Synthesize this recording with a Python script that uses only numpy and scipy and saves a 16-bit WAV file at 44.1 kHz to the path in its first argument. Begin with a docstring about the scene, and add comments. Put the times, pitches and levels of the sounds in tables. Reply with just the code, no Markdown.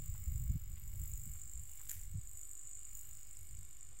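"""A high sizzle over a lower buzz, heard from the ground below a pole-top transformer station.
Leaking insulators throw bursts of tiny sparks in every cycle of the mains, over a faint hum.
Once, the discharge flares into a short crack and fries briefly.
Wind buffets the microphone, there are a few soft scuffs, and a far bird chips faintly."""
import sys
import numpy as np
from scipy import signal
from scipy.fft import rfft, irfft
from scipy.io import wavfile
from scipy.ndimage import uniform_filter1d

SR = 44100
rng = np.random.default_rng(int(sys.argv[2]) if len(sys.argv) > 2 else 0)


def generate_wav(sig):
    """Save sig (samples, or channels by samples) to the path in sys.argv[1] as 16-bit PCM at SR."""
    pcm = np.round(np.clip(np.atleast_2d(sig).T, -1, 1) * 32767).astype(np.int16)
    wavfile.write(sys.argv[1], SR, pcm)


N = 176400
T = np.arange(N) / SR
MAINS_HZ = 50.135

# Spark bursts and their quick echoes within one mains cycle: t/s, width/s, relative level/dB
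SIZZLE_CYCLE = [(.0005, .0006, 1), (.0046, .0005, -4.5), (.0078, .0005, -11.5), (.0115, .0003, -7),
                (.0144, .0014, -13), (.0178, .0005, -10)]
BUZZ_CYCLE = [(.0015, .0003, -4), (.0048, .0002, -2), (.0115, .0005, -9), (.0133, .00025, 0),
              (.0145, .0003, 0), (.018, .0004, -5), (.0195, .0005, -8)]
# Tone colour (how strong each frequency is) of each spark layer: f/Hz, relative level/dB
SIZZLE_COLOUR = [(6100, -38.5), (6620, -20), (6760, -3), (6900, -0.5), (7450, 2.5), (7650, -1), (8100, -2),
                 (8550, -8.5), (8850, -24), (9000, -6.5), (9200, -27.5)]
HISS_COLOUR = [(7700, -8), (8400, 2), (9600, -7), (10100, -27), (11900, -20), (12500, -3.5), (13000, -2.5),
               (13500, -15)]  # two hissing bands where the fizz gathers for a while
FIZZ_COLOUR = [(9350, -25.5), (9780, -11), (10200, -16), (10650, -14), (10900, -26.5), (11650, -25.5),
               (12050, -9.5), (12500, -15.5), (12880, -2.5), (13250, -12.5), (13720, -2), (14350, -13.5)]  # above the sizzle
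TOP_COLOUR = [(14700, -23), (15100, -20.5), (15400, 0), (15700, 1), (15850, -15.5)]  # the very highest fizz
BUZZ_COLOUR = [(700, -13.5), (1200, -2.5), (1600, -8.5), (1900, -3.5), (2230, 5), (2670, -5.5), (2950, 2.5),
               (3250, -9.5), (3650, -3), (4200, -9.5), (4950, -3), (5300, -6), (6500, -6.5)]
# How loud each layer is as time passes: t/s, level/dB
SIZZLE_LOUDNESS = [(0, -56), (.45, -59), (0.648, -65), (1.099, -54.5), (1.75, -55), (2.128, -59),
                   (2.45, -55), (2.8, -54.5), (3.048, -58.5), (3.45, -58), (4, -58)]
HISS_LOUDNESS = [(0, -95), (2.15, -80), (2.36, -60), (2.78, -66.5), (2.95, -70)]
FIZZ_LOUDNESS = [(0, -66.5), (.35, -60.5), (.7, -69.5), (1.1, -60), (1.36, -62), (1.46, -69), (1.9, -57.5),
                 (2.15, -71.5), (2.8, -79.5), (2.98, -59), (3.27, -75.5), (3.402, -66.5), (3.72, -81.5),
                 (3.95, -94)]
TOP_LOUDNESS = [(0, -71), (.48, -65), (0.703, -74), (1.102, -59), (1.65, -74.5), (1.898, -67), (2.2, -86),
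                (2.828, -87), (2.95, -63), (3.15, -69), (3.502, -76), (3.9, -104)]
BUZZ_LOUDNESS = [(0, -71.5), (.65, -77.5), (1.048, -73.5), (1.6, -76.5), (1.851, -70), (2.15, -78.5),
                 (2.8, -76), (2.95, -73.5), (4, -77)]
def discharge():
    """Current leaks over the insulators as tiny sparks: a sizzle, a fizz and a lower buzz."""
    sizzle = sparks(SIZZLE_CYCLE, between_db=-20.5, uneven_db=1.2, wander_s=.00016, memory=.35,
                    grain_db=2.2)
    fizz = sparks(SIZZLE_CYCLE, between_db=-17, uneven_db=1.2, wander_s=.00016, memory=.55, grain_db=2.2)
    fizz = shimmering(fizz, ripple_db=5)
    sizzle = shimmering(sizzle, ripple_db=3.2)
    buzz = sparks(BUZZ_CYCLE, between_db=-19, uneven_db=1.5, wander_s=.0001, memory=.75, grain_db=1)
    layers = [(sizzle, SIZZLE_COLOUR, SIZZLE_LOUDNESS),
              (fizz, HISS_COLOUR, HISS_LOUDNESS),
              (fizz, FIZZ_COLOUR, FIZZ_LOUDNESS),
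              (fizz, TOP_COLOUR, TOP_LOUDNESS),
              (buzz, BUZZ_COLOUR, BUZZ_LOUDNESS)]
    return sum(reflected(colour(x, tone)) * level(loudness) for x, tone, loudness in layers)


def sparks(bursts, between_db, uneven_db, wander_s, memory, grain_db):
    """Sparks return at the same places in each mains cycle; memory is how much of the last repeats."""
    period = round(SR / MAINS_HZ)
    cycles = N // period + 3
    fresh = rng.standard_normal((cycles, period))  # one row per cycle
    noise = signal.lfilter([1], [1, -memory], fresh, axis=0).ravel()[:N]
    wandering_time = T + wander_s * drift(7.5)
    power = amp(between_db) ** 2  # quiet hiss between bursts
    for place, width, db in bursts:
        turns = (wandering_time - place) * MAINS_HZ + 1
        cycle = np.round(turns).astype(int)
        size = amp(db + uneven_db * np.clip(rng.standard_normal(cycles + 2), -2, 2))
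        power = power + size[cycle] ** 2 * bell((turns - cycle) / MAINS_HZ, width)
    grain = amp(grain_db * drift(1600))
    return unit(noise * np.sqrt(power) * grain)


def shimmering(x, ripple_db, ripple_hz=130, ripple_s=.8):
    """Narrow peaks and dips drift slowly through the tone colour."""
    size, hop = 1024, 256
    spectra = signal.stft(x, nperseg=size, noverlap=size - hop)[2]
    bins, frames = round(ripple_hz * size / SR), round(ripple_s * SR / hop)
    ripple = uniform_filter1d(rng.standard_normal(spectra.shape), bins, 0)  # smooth across frequency
    ripple = unit(uniform_filter1d(ripple, frames, 1))  # and across time
    gain = amp(ripple_db * np.clip(ripple, -2, 2))
    return signal.istft(spectra * gain, nperseg=size, noverlap=size - hop)[1][:N]


# Quick echoes: delay/s, gain
ECHOES = [(.0014, .24), (.0054, .15), (.0072, .2)]
def reflected(x):
    """Sound bounces off crossarms, poles and ground; the sum is scaled to strength 1."""
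    return unit(x + sum(gain * np.roll(x, round(delay * SR)) for delay, gain in ECHOES))


# The snaps that make up the crack: t/s, peak level/dB
FLARE_SNAPS = [(1.8895, -45), (1.8958, -32), (1.8993, -42), (1.9092, -45), (1.915, -34.5), (1.943, -46)]
# Tone colours of the snaps and the frying: f/Hz, relative level/dB
SNAP_COLOUR = [(600, -36), (1300, -23), (2100, -15), (4200, -20), (6300, -17), (7100, 8), (9000, -11),
               (11300, -19), (13300, -2), (15000, -13)]
FRY_COLOUR = [(700, -34), (1800, -3), (4500, -13.5), (6500, 0.5), (11500, -1), (13300, 5), (16000, 0)]
def flare(snap_s=.0006, tail_db=-23, tail_s=.009,
          fry_start_s=1.89, fry_end_s=2.05, fry_db=-51, sag_db_per_s=76, release_s=.031):
    """A few much stronger sparks crack, then frying sags and goes out."""
    snap_shape = 0
    for t, db in FLARE_SNAPS:
        tail = amp(tail_db) * (T > t) * np.exp(-abs(T - t) / tail_s)  # scattered sound
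        snap_shape += amp(db) * (bell(T - t, snap_s) + tail)
    snaps = rng.standard_normal(N) * snap_shape
    fry = sparks(BUZZ_CYCLE, between_db=-9, uneven_db=2, wander_s=.0004, memory=0, grain_db=3)
    age = np.maximum(T - fry_start_s, 0)
    burn = (age > 0) * amp(fry_db - sag_db_per_s * age)
    going_out = np.exp(-np.maximum(T - fry_end_s, 0) / release_s)
    return colour(snaps, SNAP_COLOUR) + colour(fry, FRY_COLOUR) * burn * going_out


# The wind's rumble as time passes, and its single buffets at their peaks: t/s, level/dB
WIND_LOUDNESS = [(0, -47), (.55, -43), (.62, -52), (.72, -45), (.85, -51), (1.02, -45), (1.16, -50),
                 (1.3, -45.5), (1.42, -53), (1.56, -54), (1.75, -61), (1.9, -58), (1.99, -49), (2.06, -54),
                 (2.17, -52), (2.28, -57), (2.6, -65), (2.85, -65), (2.97, -56), (3.3, -64), (3.58, -50.5),
                 (3.8, -63), (4, -59)]
WIND_BUFFETS = [(0.284, -36.5), (0.36, -37.5), (.505, -30.5), (0.556, -34), (1.018, -43), (1.27, -44),
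                (2.155, -39), (2.183, -42.5)]
# Tone colours of the rumble, the gusts and the outdoor air: f/Hz, relative level/dB
RUMBLE_COLOUR = [(15, 4), (45, 9), (88, 3), (130, -5.5), (180, -20), (260, -39.5)]
GUST_COLOUR = [(20, -12), (55, 3), (95, 4), (150, -9), (210, -20), (280, -38), (430, -52)]
AIR_COLOUR = [(200, 7.5), (330, 2), (450, 0), (700, -4), (1200, 1.5), (4000, -2.5), (16000, -8.5)]
def wind(lumpy_db=3, buffet_s=.008, bright_db=-47, bright_growth=1.75, air_db=-75):
    """Wind on the microphone rumbles, thumps and brightens as it rises, over a steady hush of air."""
    rumble = steadied(colour(rng.standard_normal(N), RUMBLE_COLOUR), span_s=.055)
    gust = steadied(colour(rng.standard_normal(N), GUST_COLOUR), span_s=.0268)
    air = colour(rng.standard_normal(N), AIR_COLOUR)
    force = level(WIND_LOUDNESS)
    lumps = amp(lumpy_db * drift(12))
    buffets = sum(amp(db) * bell(T - t, buffet_s) for t, db in WIND_BUFFETS)
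    brightening = amp(bright_db) * (force / force.max()) ** bright_growth
    return force * lumps * rumble + (buffets + brightening) * gust + amp(air_db) * air


# The tones in the hum: f/Hz, level/dB
HUM_TONES = [(300.8, -88), (351, -91.5), (501.3, -96.5), (601.6, -97.5), (651.8, -98.5), (802.2, -99.5),
             (1103, -93.5), (1253.4, -94.5), (1704.6, -92)]
def hum(waver_db=2):
    """The transformer core hums at multiples of the mains frequency; each tone wavers in level."""
    sound = 0
    for hz, db in HUM_TONES:
        peak = np.sqrt(2) * amp(db + waver_db * drift(12.5))
        sound += peak * np.sin(2 * np.pi * (hz * T + rng.random()))
    return sound


# Faint scuffs: t/s, centre f/Hz, peak level/dB
SCUFFS = [(0.153, 1070, -68), (0.776, 2080, -68.5), (.95, 467, -75.5), (1.354, 1430, -70.5),
          (1.806, 1220, -68.5), (3.928, 666, -73)]
def scuffs(width_s=.0085, width_octaves=.7):
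    """Soft, short puffs of mid-pitched noise."""
    octave = np.log2(np.fft.rfftfreq(N, 1 / SR) + 1)
    spectrum = rfft(rng.standard_normal(N))
    sound = 0
    for t, hz, db in SCUFFS:
        band = unit(irfft(spectrum * bell(octave - np.log2(hz), width_octaves), N))
        sound += amp(db) * bell(T - t, width_s) * band
    return sound


# The bird's calls: t/s, f/Hz, peak level/dB
BIRD_CHIPS = [(3.146, 5700, -70), (3.276, 5000, -71), (3.36, 5550, -69), (3.371, 4800, -70),
              (3.494, 4900, -68), (3.578, 5700, -70), (3.588, 4600, -71), (3.798, 5600, -70)]
def bird(width_s=.004, rough_hz=220):
    """A far bird gives very short chips, made rough by a fast wobble in pitch."""
    wobble = np.cumsum(rough_hz * drift(740)) / SR
    return sum(amp(db) * bell(T - t, width_s) * np.sin(2 * np.pi * (hz * T + wobble))
               for t, hz, db in BIRD_CHIPS)


def amp(db):
    """Turns decibels into a gain to multiply by."""
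    return 10 ** (np.asarray(db) / 20)


def unit(x):
    """Scales a signal to an average strength (rms) of 1."""
    return x / np.sqrt(np.mean(x ** 2) + 1e-20)


def level(curve):
    """Joins (t/s, level/dB) points into a gain over time."""
    return amp(np.interp(T, *np.transpose(curve)))


def colour(x, points, edge_db_per_octave=60):
    """Gives a sound a tone colour that falls steeply past its ends; white noise keeps its power."""
    hz, db = np.transpose(points)
    octave, known = np.log2(np.fft.rfftfreq(2 * N, 1 / SR) + 1), np.log2(hz)
    beyond = abs(octave - np.clip(octave, known[0], known[-1]))
    gain = amp(np.interp(octave, known, db) - edge_db_per_octave * beyond)
    return irfft(rfft(x, 2 * N) * unit(gain))[:N]


def drift(rate_hz):
    """A smooth random wiggle of strength 1, up to about the given rate."""
    f = np.fft.rfftfreq(N, 1 / SR)
    keep_slow = np.exp(-(f / rate_hz) ** 2) * (f > 0)
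    return unit(irfft(rfft(rng.standard_normal(N)) * keep_slow, N))


def bell(t, width):
    """A smooth swell around t = 0."""
    return np.exp(-(t / width) ** 2 / 2)


def steadied(x, span_s):
    """Evens out the slow swells of a noise."""
    return x / np.sqrt(uniform_filter1d(x ** 2, int(span_s * SR)) + 1e-12)


def scene():
    """Everything at one microphone."""
    return (discharge() + flare() + hum() + wind() + scuffs() + bird())[None]


def record(dry, edge_hz=15840, offset=.0043):
    """The recorder cuts the highest treble and adds a small constant offset."""
    treble_cut = signal.firwin(1023, edge_hz, window=("kaiser", 9), fs=SR)
    return offset + signal.oaconvolve(dry, treble_cut[None], "same")


dry = scene()
out = record(dry)
generate_wav(out)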